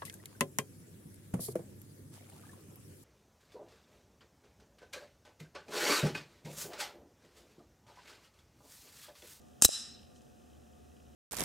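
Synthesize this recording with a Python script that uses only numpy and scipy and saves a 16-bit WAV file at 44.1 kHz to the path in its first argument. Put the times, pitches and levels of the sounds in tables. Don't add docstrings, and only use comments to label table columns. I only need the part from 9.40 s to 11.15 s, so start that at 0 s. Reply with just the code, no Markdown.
import sys
import numpy as np
from scipy import signal
from scipy.fft import rfft, irfft, next_fast_len
from scipy.io import wavfile

SR = 44100
rng = np.random.default_rng(int(sys.argv[2]) if len(sys.argv) > 2 else 0)


def dump(signal):
    limited = np.clip(np.atleast_2d(signal).T, -1, 1)
    pcm = np.round(limited * 32767).astype(np.int16)
    wavfile.write(sys.argv[1], SR, pcm)


def ratio(d):
    e = np.asarray(d, float) / 20
    return 10 ** e


N = 77175
T = np.arange(N) / SR
BLOW_T = T[:SR // 8]
SCATTER_DB = 2.5


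def unit(x):
    return x / np.sqrt(np.mean(x ** 2) + 1e-20)


def along(points, hz):
    f, v = np.transpose(points)
    return np.interp(np.log(hz + 1), np.log(f + 1), v)


def filtered(x, response):
    m = next_fast_len(N + 8192)
    return irfft(rfft(x, m) * response(np.fft.rfftfreq(m, 1 / SR)), m)[..., :N]


def noise(spectrum):
    return unit(filtered(rng.standard_normal(N), lambda hz: ratio(along(spectrum, hz))))


def tone(hz, db):
    return ratio(db) * np.sqrt(2) * np.sin(2 * np.pi * hz * T)


def ring(modes, spread_db):
    contact_s = 0.0001924
    t = BLOW_T
    out = np.zeros(len(t))
    chance = rng.standard_normal((len(modes), 3))
    for (hz, db, t60), (louder, detune, phase) in zip(modes, chance):
        decay = ratio(db + spread_db * louder - 60 * t / t60)
        out += decay * np.sin(2 * np.pi * (hz * (1 + 0.014 * detune) * t + phase))
    return out * (1 - np.exp(-t / contact_s)) / 3


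def add(out, s, x):
    part = out[..., round(s * SR):][..., :x.shape[-1]]
    part += x[..., :part.shape[-1]]


# frequency in Hz, level in dB per Hz.
AIR_FRONT = [(15, -50), (25, -42), (76, -7), (105, -12.5), (236, -9.5), (760, -20), (1020, -24.5),
             (3080, -31.5), (6200, -30.5), (16000, -41.5)]
# frequency in Hz, level in dB per Hz.
AIR_SIDE = [(15, -51), (25, -21), (123, -3), (416, -6.5), (1020, -15.5), (1230, -20.5), (4740, -44),
            (5730, -37.5), (16000, -42.5)]
# centre in Hz, width in Hz, level in dB.
DRONES = [(74, 26, -74), (131, 19, -74), (234, 36, -67.5), (504.2, 18, -80), (600, 15, -84.5),
          (1200, 15, -85.5), (2550, 250, -87)]
# time in seconds, pitch in Hz, level in dB.
FAN = [(0, 79, -68), (.1, 78, -68), (.2, 76, -80), (.44, 78, -81), (.65, 78, -66), (.72, 77, -77),
       (.786, 74.5, -63), (.83, 74.7, -77), (.95, 74.8, -67), (.99, 74.8, -78), (1.03, 74.7, -63),
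       (1.6, 74.83, -66.5), (1.75, 72, -64)]


def ventilation():
    front = ratio(-64) * noise(AIR_FRONT) + tone(722, -73.5)
    for centre, width, db in DRONES:
        resonance = lambda f: 1 / (1 + (2 * (f - centre) / width) ** 2)
        front += ratio(db) * unit(filtered(rng.standard_normal(N), resonance))
    when, fan_hz, fan_db = np.transpose(FAN)
    turns = np.cumsum(np.interp(T, when, fan_hz)) / SR
    front += ratio(np.interp(T, when, fan_db)) * np.sqrt(2) * np.sin(2 * np.pi * turns)
    return np.array([front, ratio(-62) * noise(AIR_SIDE)])


# frequency in Hz, level in dB, 60 dB decay in seconds.
MOTOR = [(2600, -2.5, .014), (2950, -4.5, 0.012), (3160, -3.5, 0.02)]
# start in seconds, peak in dB, pitch in Hz.
LOUD_TICKS = [(0.867, -66, 3120), (0.9004, -72, 3150), (1.0176, -68, 3080), (1.0334, -69, 3060),
              (1.0665, -68, 2760), (1.1009, -65, 3050), (1.1338, -63.5, 3070), (1.1504, -65, 3030),
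              (1.1677, -64, 3140), (1.2342, -68, 3040), (1.3344, -64, 3100), (1.3504, -66, 2624),
              (1.4672, -70, 3120), (1.4825, -70, 2576), (1.5174, -66, 2710), (1.5663, -67, 3130),
              (1.6013, -66, 2990), (1.6347, -67, 3160), (1.6511, -64.5, 3120), (1.6682, -62, 2970),
              (1.7345, -67, 3060)]


def camera_ticks():
    ticks_per_s, first_s = 60, .0006
    tick_db, spread_db, alternate_db = -71, 2.5, 2.5
    swell_db, swell_s, swell_top_s = 1.5, .5, .15
    k = np.arange(int(N / SR * ticks_per_s))
    s = first_s + k / ticks_per_s
    swell = swell_db * np.cos(2 * np.pi * (s - swell_top_s) / swell_s)
    db = tick_db + alternate_db * (-1.) ** k + swell + spread_db * rng.standard_normal(len(k))
    steps = np.bincount((s * SR).astype(int), ratio(db), N)
    out = 3 * signal.fftconvolve(steps, ring(MOTOR, 0))[:N]
    for when, peak_db, hz in LOUD_TICKS:
        add(out, when, 3 * ring([(hz, peak_db + .3, .02)], 0))
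    return out


# start in seconds, length in seconds, level in dB.
RUSTLE = [
    (0.015, 0.0056, -66),
    (0.082, 0.0084, -71.5),
    (0.11, .01, -74),
    (0.739, 0.062, -69),
    (0.813, 0.013, -68),
    (.845, .015, -75),
]
# frequency in Hz, level in dB.
SKIN = [(2500, -30), (4000, 4), (6000, 8), (9000, 3), (13000, -23)]


def thumb():
    swells = np.zeros(N)
    for s, length, db in RUSTLE:
        swells += ratio(db) * np.sin(np.pi * np.clip((T - s) / length, 0, 1) ** 0.97)
    return noise(SKIN) * swells


# start in seconds, level in dB.
CATCH = [
    (.2156, -27),
    (.2207, -33.5),
    (0.2217, 3.5),
    (.2222, 2.5),
    (0.2228, 1.5),
    (.2236, .3),
    (0.2243, -2.5),
    (.2251, -11),
]
# start in seconds, level in dB.
LOCK = [(.2471, -2.5), (.2479, -2.5), (.2488, -8), (.2497, -5), (.2506, -1.5), (0.2513, -2.5),
        (0.2522, -1.5), (0.2539, -4), (0.2561, -7.5), (.2574, -1.5), (0.2582, -10), (0.2595, -12),
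        (.2615, -12), (.2640, -10), (.2665, -13), (.2700, -17)]
# start in seconds, level in dB.
REBOUND = [
    (.2822, -11),
    (.2845, -21),
    (.2872, -21),
]
# frequency in Hz, level in dB, 60 dB decay in seconds.
SPRING = [(1400, -21, 0.0087), (2630, -22.5, .008), (3600, -27.5, .008), (5070, -11, 0.017),
          (5430, -10, .012), (6204, -1, .011), (6500, -4, 0.0091), (7399, 1.5, 0.008), (8370, -7.5, .009),
          (9050, -1, .009), (9700, -12, .008), (11490, -11, .01), (12730, -18, 0.0079),
          (14000, -23.5, .008)]
# frequency in Hz, level in dB, 60 dB decay in seconds.
BLADE = [(1700, -22.5, .008), (4797, -16, 0.01), (5280, -4.5, 0.01), (5733, -7, 0.0105), (6150, -8, 0.014),
         (6700, -8, .009), (7596, -3, .012), (8390, -3, .012), (2930, -16, 0.011), (9621, -3, 0.0041),
         (10440, -11.5, .01), (12860, -14, 0.015), (14000, -11.5, 0.0092), (15700, -15, 0.0069)]
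# frequency in Hz, level in dB.
CRACK_COLOUR = [(300, -34.5), (1300, -20), (2500, -9), (5000, -3.5), (8000, -1), (12000, -3), (16000, -6)]
# frequency in Hz, level in dB.
CATCH_TOP = [(8000, .1), (11000, -1.5), (13000, -4.5), (16000, -8)]


def bright(hz):
    return ratio(along(CRACK_COLOUR, hz))


def dull(hz):
    return bright(hz) * ratio(along(CATCH_TOP, hz))


def contacts():
    crack_db, crack_t60_s = -12, 0.0095
    out = np.zeros(N)
    for hits, modes, colour in ((CATCH, SPRING, dull), (REBOUND, SPRING, dull), (LOCK, BLADE, bright)):
        cracks = np.zeros(N)
        for s, db in hits:
            decay = ratio(db + crack_db - 60 * BLOW_T / crack_t60_s)
            add(cracks, s, rng.standard_normal(len(BLOW_T)) * decay)
            add(out, s, ratio(db) * ring(modes, SCATTER_DB))
        out += filtered(cracks, colour)
    return out


# start in seconds, frequency in Hz, level in dB, direction in radians from the front,
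# 60 dB decay in seconds.
JOLTS = [(.2219, 900, -15.5, 3.5, 0.0073), (0.27, 600, -29, -1.8, .01), (.2238, 280, -16, -0.1, .009),
         (0.25, 120, -34.5, 0.9, .03), (.2474, 470, -23, 0.44, .025), (.2483, 810, -11, -1.37, .008),
         (0.29, 620, -5.5, 1.6, .012), (.2504, 1300, -10, -1.43, 0.0089),
         (0.2483, 1600, -17.5, -1.5, 0.0073), (.2528, 274.4, -8, -1.25, .011),
         (.2546, 74, -16, 4.05, 0.026), (.2586, 130, -20, 2.2, .025), (.2494, 750, -22, 0.34, .01),
         (.2157, 1300, -39, 0.4, 0.0098), (.2480, 1850, -22.5, 0.4, .012)]


def handle():
    out, t = np.zeros((2, N)), BLOW_T
    for s, hz, db, way, t60 in JOLTS:
        direction = np.array([[np.cos(way)], [np.sin(way)]])
        add(out, s, direction * ratio(db - 60 * t / t60) * np.sin(2 * np.pi * hz * t))
    return out


# frequency in Hz, 60 dB decay in seconds.
ROOM_T60 = [(300, .4), (1500, 0.69), (4000, .62), (5250, 0.58), (6300, .47), (8000, 0.42), (12000, 0.34),
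            (15000, 0.22)]
# frequency in Hz, level in dB.
ROOM_COLOUR = [(250, -18), (700, -11), (1350, .3), (2900, 2.5), (4000, 1.15), (5500, 4.5), (6300, -3),
               (7800, 1.5), (15000, -7)]
# frequency in Hz, level in dB relative to the front.
ROOM_SIDE = [(200, 12.5), (1200, -2.5), (2500, -7), (4000, -13.5), (8000, -9.5), (14000, -4.5)]


def room(x):
    room_db, delay_s = -11.5, 0.0079
    hz, t, z = signal.stft(rng.standard_normal((2, SR)), SR, nperseg=256)
    decay = ratio(-60 * t / along(ROOM_T60, hz)[:, None])
    tail = signal.istft(z * decay, SR, nperseg=256)[1]
    tail = tail / np.linalg.norm(tail[0])
    late = np.pad(x, (round(delay_s * SR), 0))
    wet = signal.fftconvolve(late[None], tail, axes=1)[:, :N]
    colour = lambda f: ratio(along(ROOM_COLOUR, f) + [0 * f, along(ROOM_SIDE, f)])
    return ratio(room_db) * filtered(wet, colour)


# frequency in Hz, level in dB, 60 dB decay in seconds.
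TRACK = [(2850, -21, .006), (5220, -6, .009), (6100, -2.5, .008), (6680, -5, .007), (7500, -1, .008),
         (8400, -2.5, .008), (9700, -5, 0.007), (11300, -9, 0.006), (12800, -12, 0.006)]


def scrape():
    start_s, end_s, slide_db, grows_db = .224, .248, -25, -5
    grit_per_s, grit_db = 14000, 1.5
    chance, sign, size = rng.random((3, N))
    grit = (chance < grit_per_s / SR) * np.sign(sign - .5) * ratio(-grit_db * np.log(size + 1e-9))
    way = (T - start_s) / (end_s - start_s)
    sliding = (way > 0) & (way < 1)
    grit = grit * sliding * ratio(grows_db * np.clip(way, 0, 1))
    out = signal.fftconvolve(grit, ring(TRACK, 0))[:N] + 1.8 * filtered(grit, dull)
    return ratio(slide_db) * out / np.std(out[sliding])


# frequency in Hz, level in dB, 60 dB decay in seconds.
RING = [(3855, -21, .04), (3920, -14, 0.075), (3980, -20.5, .04), (4040, -12.5, .06), (5110, -22, .035),
        (5210, -14, .04), (5310, -14, 0.04), (5420, -21, .03), (7040, -22, .03), (7640, -20, 0.037)]


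def blade():
    start_s, rise_s = .2492, .0015
    t = np.clip(T - start_s, 0, None)
    song = sum(ratio(db - 60 * t / t60) * np.sin(2 * np.pi * hz * t) for hz, db, t60 in RING)
    return song * (1 - np.exp(-t / rise_s))


# start in seconds, level in dB.
SETTLE = [
    (0.5931, -58),
    (0.615, -64),
    (0.6313, -58.5),
    (0.6497, -59.5),
    (0.7605, -60.5),
    (0.8086, -63.5),
]
# frequency in Hz, level in dB, 60 dB decay in seconds.
COIL = [(2700, -3.5, 0.014), (3056, 1, 0.017), (4210, -4, .01), (5860, -4, 0.0096), (7520, -9, 0.0081),
        (9000, -4, 0.0086)]


def settling():
    out = np.zeros(N)
    for s, db in SETTLE:
        add(out, s, 3 * ratio(db) * ring(COIL, SCATTER_DB))
    return out


# frequency in Hz, level in dB relative to the front.
DIRECT_SIDE = [(1500, -24), (4000, -18.5), (6000, -15.5), (9000, -10.5), (14000, -9.5)]


def scene():
    metal, song, jolts = contacts() + scrape(), blade(), handle()
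    aside = filtered(metal + song, lambda f: 1j * ratio(along(DIRECT_SIDE, f)))
    wet = room(metal + ratio(-1.5) * song + jolts[0])
    near = np.array([metal + song + thumb() + settling() + camera_ticks(), aside])
    front, side = near + jolts + wet + ventilation()
    return np.array([front + side, front - side])


def roll_off(x):
    return signal.sosfilt(signal.butter(12, 16720, fs=SR, output="sos"), x)


# centre in Hz, width in Hz, depth from 0 to 1.
HOUSING = [(986, 140, 0.9), (2170, 400, 0.75), (4473, 430, .8)]
# time in seconds, gain in dB.
GAIN = [
    (.2212, 1),
    (.2222, -5),
    (.247, 2),
    (.2525, -2.5),
    (.258, -6.5),
    (.270, -16),
    (.295, -12),
    (.34, -1.5),
    (.5, 0.5),
]


def record(dry):
    def housing(f):
        response = 1
        for c, w, depth in HOUSING:
            band = 1j * f * w / (c * c - f * f + 1j * f * w)
            response = response * (1 - np.clip(depth, 0, 1) * band)
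        return response

    x = filtered(dry, housing) * ratio(np.interp(T, *np.transpose(GAIN)))
    top, hardness = .78, 4
    x = x / (1 + np.abs(x / top) ** hardness) ** (1 / hardness)
    top_hz, slope_hz = 15800, 60
    x = filtered(x, lambda f: .5 * (1 - np.tanh((f - top_hz) / slope_hz)))
    return roll_off(x)


dry = scene()
out = record(dry)
dump(out)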